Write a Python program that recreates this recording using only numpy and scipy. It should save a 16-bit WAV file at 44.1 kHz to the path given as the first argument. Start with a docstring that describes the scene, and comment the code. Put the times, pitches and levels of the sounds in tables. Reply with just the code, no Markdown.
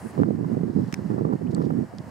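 """Gusts of wind buffet a camera microphone on a tidal mudflat, mostly at its right port (opening).
The swirls of air rumble; the hardest ones thump, and the fastest rasp across the port's edge.
Close by, wet mud squelches and smacks, tiny bubbles pop, and one chirps as it surfaces.
A faint far tone rises twice as the wind drops. Under it all lie the even rush of open air
and the camera's faint whine; a thin high hiss stops just after the start."""
import sys
import numpy as np
from scipy import signal
from scipy.fft import rfft, irfft, next_fast_len
from scipy.io import wavfile
from scipy.ndimage import map_coordinates

SR = 44100
rng = np.random.default_rng(int(sys.argv[2]) if len(sys.argv) > 2 else 0)


def pcm_store(signal):
    """Save signal as 16-bit PCM."""
    levels = np.round(np.clip(np.atleast_2d(signal), -1, 1) * 32767)
    wavfile.write(sys.argv[1], SR, levels.astype(np.int16).T)


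N = 92610  # 2.1 s

# tone colour of the open air, from low to high: f/Hz, level/dB
AIR_COLOUR = [(30, -29), (80, 12.5), (200, 6.5), (420, 2.5), (750, 1), (1050, -1.5), (1350, -7),
              (1800, -6.5), (2000, -8.5), (2300, -16.5), (2900, -19), (3600, -26.5), (4200, -22),
              (4900, -20), (5450, -22), (5900, -24), (8300, -24.5), (11000, -30), (15500, -35)]
# how alike left and right are in the air, hiss and squelches: f/Hz, likeness (1 = the same)
STEREO_LIKENESS = [(100, 0.69), (400, 0.62), (750, 0.83), (1100, 0.46), (8000, 0.6), (15000, 0.43)]
# how the air swells and sinks: t/s, relative level/dB
AIR_SWELL = [(0, -54), (.15, -53), (.26, -59), (.5, -56.5), (.7, -59), (1.0, -55.5), (1.1, -55.5),
             (1.3, -59.5), (1.55, -58), (1.82, -58.5), (2.1, -55)]
# tone colour of the thin hiss: f/Hz, level/dB
HISS_COLOUR = [(500, -8), (1500, 6.5), (3000, -5), (4000, -18), (6500, -4), (8000, 1), (10200, 2.5),
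               (12000, -7), (15000, -19)]
# gusts at the microphone: start/s, end/s, strength/dB, extra treble/dB
GUSTS = [(0.061, 0.061, -34.5, 5.5), (0.193, 0.247, -22.5, 4), (0.25, 0.487, -27, -4.5),
         (0.5, 0.711, -27.5, -0.5), (.750, 0.841, -24, -2), (0.83, 0.892, -30.5, -15),
         (0.983, 1.071, -29.5, -7.5), (1.096, 1.348, -29, 3.5), (1.414, 1.502, -27, -4.5),
         (1.531, 1.708, -27.5, 4), (1.707, 1.829, -26.5, -1.5), (1.933, 2.007, -37.5, -16),
         (2.05, 2.09, -38, -24)]
# tone colour of wind buffeting a port: f/Hz, level/dB
BUFFET_COLOUR = [(25, -46), (48, -52), (70, -23.5), (100, -6), (135, -0.5), (210, 3), (340, -0.5),
                 (500, -16), (800, -26), (1300, -40), (2200, -67.5), (4000, -61.5), (10000, -77.5)]
# the left port's own buffeting, turned down by frequency: f/Hz, gain/dB
LEFT_PORT_GAIN = [(60, -19), (130, -9), (220, -18), (400, -12), (700, -7), (1500, -0.5)]
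# how much of the right port's wind reaches the left channel: f/Hz, gain/dB
LEAK_GAIN = [(100, -4.5), (200, -12.5), (400, -19.5), (600, -7), (1000, -6), (1400, 2.5), (2000, -5)]
# how far that copy's waves run ahead: f/Hz, phase/rad
LEAK_PHASE = [(90, 1.68), (260, -1.5), (350, -5.5), (430, 1), (520, -3), (1350, -2.5), (1600, -2.4),
              (3000, -0.5)]
# the hardest swirls to hit the port: t/s, peak/dB, cutoff/Hz (higher is sharper)
THUMPS = [(0.052, -23, 650), (0.1788, -14, 790), (0.2015, -5, 610), (0.2265, -8.5, 470),
          (0.2345, -8.5, 1640), (0.2885, -10, 597), (0.3082, -6.5, 700), (0.392, -16, 610),
          (0.411, -11, 415), (0.436, -18.5, 665), (0.501, -22, 740), (0.5183, -14.5, 740),
          (0.532, -9.5, 370), (0.5708, -11.5, 660), (0.5789, -11.5, 610), (0.612, -19, 705),
          (0.6355, -8, 428), (0.647, -17, 510), (0.682, -31, 520), (0.7002, -13.5, 340), (0.763, -9.5, 416),
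          (0.789, -14.5, 490), (0.886, -18.5, 507), (0.934, -15, 324), (0.992, -16.5, 550),
          (1.1041, -13, 448), (1.114, -9, 432), (1.182, -12, 700), (1.2114, -13, 730), (1.2204, -10, 520),
          (1.2531, -6.5, 582), (1.274, -15, 733), (1.2896, -16, 645), (1.302, -16, 485),
          (1.3270, -22, 1020), (1.3375, -6.5, 480), (1.418, -24, 744), (1.4985, -26, 440),
          (1.536, -13, 480), (1.577, -18, 620), (1.583, -11.5, 710), (1.6079, -9.5, 524),
          (1.618, -11.5, 660), (1.669, -12, 554), (1.704, -14.5, 1080), (1.7240, -12.5, 306),
          (1.7905, -8.5, 370), (1.939, -23, 800), (2.0052, -19.5, 287)]
# air tearing across the port's edge: t/s, width/s, level/dB
RASPS = [(0.18, 0.0035, -34), (0.201, 0.0029, -35), (0.447, .003, -34.5), (0.993, 0.0029, -40),
         (1.11, 0.011, -36), (1.188, 0.0089, -35.5), (1.2523, 0.0027, -28), (1.291, 0.0018, -36.5),
         (1.329, 0.0037, -28), (1.335, 0.0023, -33), (1.567, 0.0013, -24), (1.583, 0.0047, -36),
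         (1.603, 0.0056, -38.5), (1.619, 0.0036, -33), (1.7064, 0.0033, -26.5)]
# tone colour of the rasps: f/Hz, level/dB
RASP_COLOUR = [(350, -18), (700, 6), (1150, 4), (1450, -8.5), (1900, -19), (2600, -34.5), (5000, -45)]
# soft squelches in the mud: t/s, width/s, level/dB
SQUELCHES = [(0.869, 0.25, -67), (1.515, 0.0094, -58), (1.635, 0.035, -60.5)]
# tone colour of the squelches: f/Hz, level/dB
SQUELCH_COLOUR = [(2000, -16), (3500, 2), (5200, 5), (7000, -5.5), (14000, -18)]
# wet smacks of mud: t/s, level/dB, fade time/s
SMACKS = [(0.9257, -28.5, 0.013), (0.9409, -21.5, 0.013)]
# tone colour of the smacks: f/Hz, level/dB
SMACK_COLOUR = [(500, -10), (1300, -15), (1800, -3.5), (2400, -12), (3000, -16), (3700, -18.5), (4800, -26),
                (5450, -5.5), (5900, -13), (6600, -13), (7600, -24), (8600, -19.5), (10500, -27.5),
                (15000, -31)]
# tiny bubbles bursting; the first two rows are the ringing of the two mud smacks: t/s, level/dB, f/Hz, fade
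# time/s, left minus right/dB
POPS = [(.9261, -30, 3240, 0.005, -3), (.9416, -21, 2300, 0.0075, -5), (1.039, -37, 6200, 0.0015, -1.5),
        (1.5474, -26, 7850, .0045, -9), (1.5484, -29.5, 4500, 0.008, -4.5), (1.5484, -44, 6100, 0.012, -5),
        (1.9843, -23, 4900, 0.0022, -6.5), (1.9862, -32, 3400, 0.003, -5)]
# one surfacing bubble: t/s, length/s, first f/Hz, last f/Hz, peak/dB
CHIRP = (1.461, .021, 2000, 3300, -56)
# faint far tones: t/s, length/s, first f/Hz, last f/Hz, peak/dB
FAR_TONES = [(1.875, .075, 639, 726, -47), (1.985, 0.077, 572, 678, -46.5)]

TIME = np.arange(N) / SR  # seconds, one value per sample


def amp(db):
    """Turn decibels into a number to multiply by."""
    return 10 ** (np.asarray(db) / 20)


def unit(x):
    """Scale a signal to an average (rms) size of 1."""
    return x / np.sqrt(np.mean(x ** 2) + 1e-20)


def along(points, hz):
    """Read between a table's rows on a log frequency scale."""
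    freqs, values = np.transpose(points)
    return np.interp(np.log(hz + 1), np.log(freqs + 1), values)


def wobble(rate):
    """A smooth curve through `rate` random values a second."""
    return map_coordinates(rng.standard_normal(int(N * rate / SR) + 4), [np.arange(N) * rate / SR])


def filtered(x, response):
    """Multiply each frequency in x by response(hz)."""
    size = next_fast_len(N + SR // 2)
    return irfft(rfft(x, size) * response(np.fft.rfftfreq(size, 1 / SR)), size)[..., :N]


def causal(points, hz):
    """A response with the table's gains that rings only after a push (minimum phase)."""
    cepstrum = irfft(np.log(amp(along(points, hz))))
    half = len(cepstrum) // 2
    cepstrum[1:half] *= 2
    cepstrum[half + 1:] = 0
    return np.exp(rfft(cepstrum))


def slope(hz, kind, order):
    """A filter that keeps the "low" or the "high" side of hz."""
    return signal.butter(order, hz, kind, fs=SR, output="sos")


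def rush(colour, likeness):
    """Stereo noise with a given tone colour and left-right likeness."""
    def response(hz):
        angle = np.arccos(np.clip(along(likeness, hz), -1, 1)) / 2
        return amp(along(colour, hz)) * [np.cos(angle), np.sin(angle)]
    shared, side = filtered(rng.standard_normal((2, N)), response)
    return unit(np.array([shared + side, shared - side]))


def burst(start, rise_s, fade_s):
    """A loudness shape that jumps up, then falls 60 dB every fade_s."""
    age = np.maximum(TIME - start, 0)
    return (1 - np.exp(-age / rise_s)) * amp(-60 * age / fade_s)


def swells(rows):
    """A loudness shape with one smooth hump per row."""
    return sum(amp(db) * np.exp(-((TIME - t) / width) ** 2) for t, width, db in rows)


def glide(row, waver_rad):
    """A short wavering tone that swells and fades while its pitch slides."""
    start, length, first_hz, last_hz, db = row
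    progress = np.clip((TIME - start) / length, 0, 1)
    hz = first_hz + (last_hz - first_hz) * progress
    phase = 2 * np.pi * np.cumsum(hz) / SR + waver_rad * wobble(910)
    return amp(db) * np.sin(np.pi * progress) * np.sin(phase)


def air(boost_db=11.5, waver_db=0.7):
    """Air rushes over the open flat, gently wavering."""
    level_db = np.interp(TIME, *np.transpose(AIR_SWELL)) + boost_db + waver_db * wobble(11.67)
    return amp(level_db) * rush(AIR_COLOUR, STEREO_LIKENESS)


def hiss(db=-56, end_s=0.113, fade_s=0.0069):
    """A thin high hiss that stops early."""
    fade = np.clip((end_s - TIME) / fade_s + 1, 0, 1)
    return amp(db) * fade * rush(HISS_COLOUR, STEREO_LIKENESS)


def whine(hz=8000, db=-84):
    """A steady thin tone inside the camera."""
    return amp(db) * unit(np.sin(2 * np.pi * hz * TIME))


def gusts(rise_db_per_s=533, fall_db_per_s=486, lull_db=-67.5):
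    """Wind strength and extra treble: each gust rises, holds and falls back to the lull."""
    start, end, db, treble_db = np.transpose(GUSTS)[..., None]
    before, after = np.maximum(start - TIME, 0), np.maximum(TIME - end, 0)
    each = amp(db - rise_db_per_s * before - fall_db_per_s * after) + 1e-9
    strength = np.maximum(each.max(0), amp(lull_db))
    treble = amp((each * treble_db).sum(0) / each.sum(0))  # the strongest gust counts most
    return strength, treble


def buffeting(lumpy_db=1.5, flutter_db=8, split_hz=247):
    """Swirls of air push unevenly on one port; the higher part flutters faster and deeper."""
    strength, treble = gusts()
    swirls = rng.standard_normal(N) * amp(lumpy_db * wobble(70))
    pressure = unit(filtered(swirls, lambda hz: causal(BUFFET_COLOUR, hz)))
    low = filtered(pressure, lambda hz: 1 / (1 + (hz / split_hz) ** 4))
    flutter = unit(amp(flutter_db * np.tanh(wobble(110))))
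    return strength * (low + (pressure - low) * treble * flutter)


def wind(right_boost_db=5.5):
    """The right port takes the wind; the left gets a weaker, shifted copy plus its own swirls."""
    right, left = buffeting(), buffeting()
    right = amp(right_boost_db) * right + thumps() + rasps()
    left = filtered(left, lambda hz: amp(along(LEFT_PORT_GAIN, hz)))
    leak = filtered(right, lambda hz: amp(along(LEAK_GAIN, hz)) * np.exp(1j * along(LEAK_PHASE, hz)))
    return np.array([left + leak, right])


def thumps(port_hz=236, bass_cut_hz=149, crack_db=-14):
    """Pressure spikes, dulled by the port, ring briefly in the microphone's bass-cut filter."""
    out = np.zeros(N)
    microphone = np.vstack([slope(port_hz, "low", order=1), slope(bass_cut_hz, "high", order=3)])
    push = signal.sosfilt(microphone, signal.unit_impulse(SR // 20))
    for t, db, cutoff_hz in THUMPS:
        thud = signal.sosfilt(slope(cutoff_hz, "low", order=6), push)
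        crack = signal.sosfilt(slope(cutoff_hz, "low", order=2), push)  # keeps more treble
        spike = thud + amp(crack_db) * crack
        start = round(t * SR) - np.abs(spike).argmax()  # the peak lands at t
        out[start:][:len(spike)] += amp(db) * spike / np.abs(spike).max()
    return out


def rasps():
    """Short rough bursts where the fastest swirls tear across the port."""
    noise = filtered(rng.standard_normal(N), lambda hz: amp(along(RASP_COLOUR, hz)))
    return swells(RASPS) * unit(noise)


def squelches(crackle_db=2.5):
    """Wet mud shifts with a faint fine crackle."""
    crackle = unit(amp(crackle_db * wobble(340)))
    return swells(SQUELCHES) * crackle * rush(SQUELCH_COLOUR, STEREO_LIKENESS)


def smacks(rise_s=0.0001):
    """Wet mud parts in a quick double smack."""
    loudness = sum(amp(db) * burst(t, rise_s, fade_s) for t, db, fade_s in SMACKS)
    return loudness * rush(SMACK_COLOUR, likeness=[(2000, 0.039), (8000, 0.17)])


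def pops_and_rings(rise_s=0.00033, spray_db=-15):
    """Bursting bubbles and the mud smacks ring briefly, each with a puff of spray."""
    out = np.zeros((2, N))
    spray = rush(colour=[(1500, -87), (4000, 10.5), (9000, 5), (15000, -15)], likeness=[(5000, 0.59)])
    for t, db, hz, fade_s, pan_db in POPS:
        pop = np.sin(2 * np.pi * hz * (TIME - t)) + amp(spray_db) * spray
        left_right = amp([[db + pan_db / 2], [db - pan_db / 2]])
        out += left_right * burst(t, rise_s, fade_s) * pop
    return out


def bubble_chirp():
    """One bubble rises in pitch as it surfaces."""
    return glide(CHIRP, waver_rad=0.57)


def far_tones():
    """A faint tone rises twice, perhaps a distant shore bird."""
    return sum(glide(row, waver_rad=0.78) for row in FAR_TONES)


def scene():
    """All the sounds added together, in stereo."""
    return (wind() + air() + hiss() + smacks() + pops_and_rings() + bubble_chirp()
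            + squelches() + far_tones() + whine())


def record(dry):
    """The camera keeps nothing above 15900 Hz."""
    return filtered(dry, lambda hz: hz < 15900)


dry = scene()
out = record(dry)
pcm_store(out)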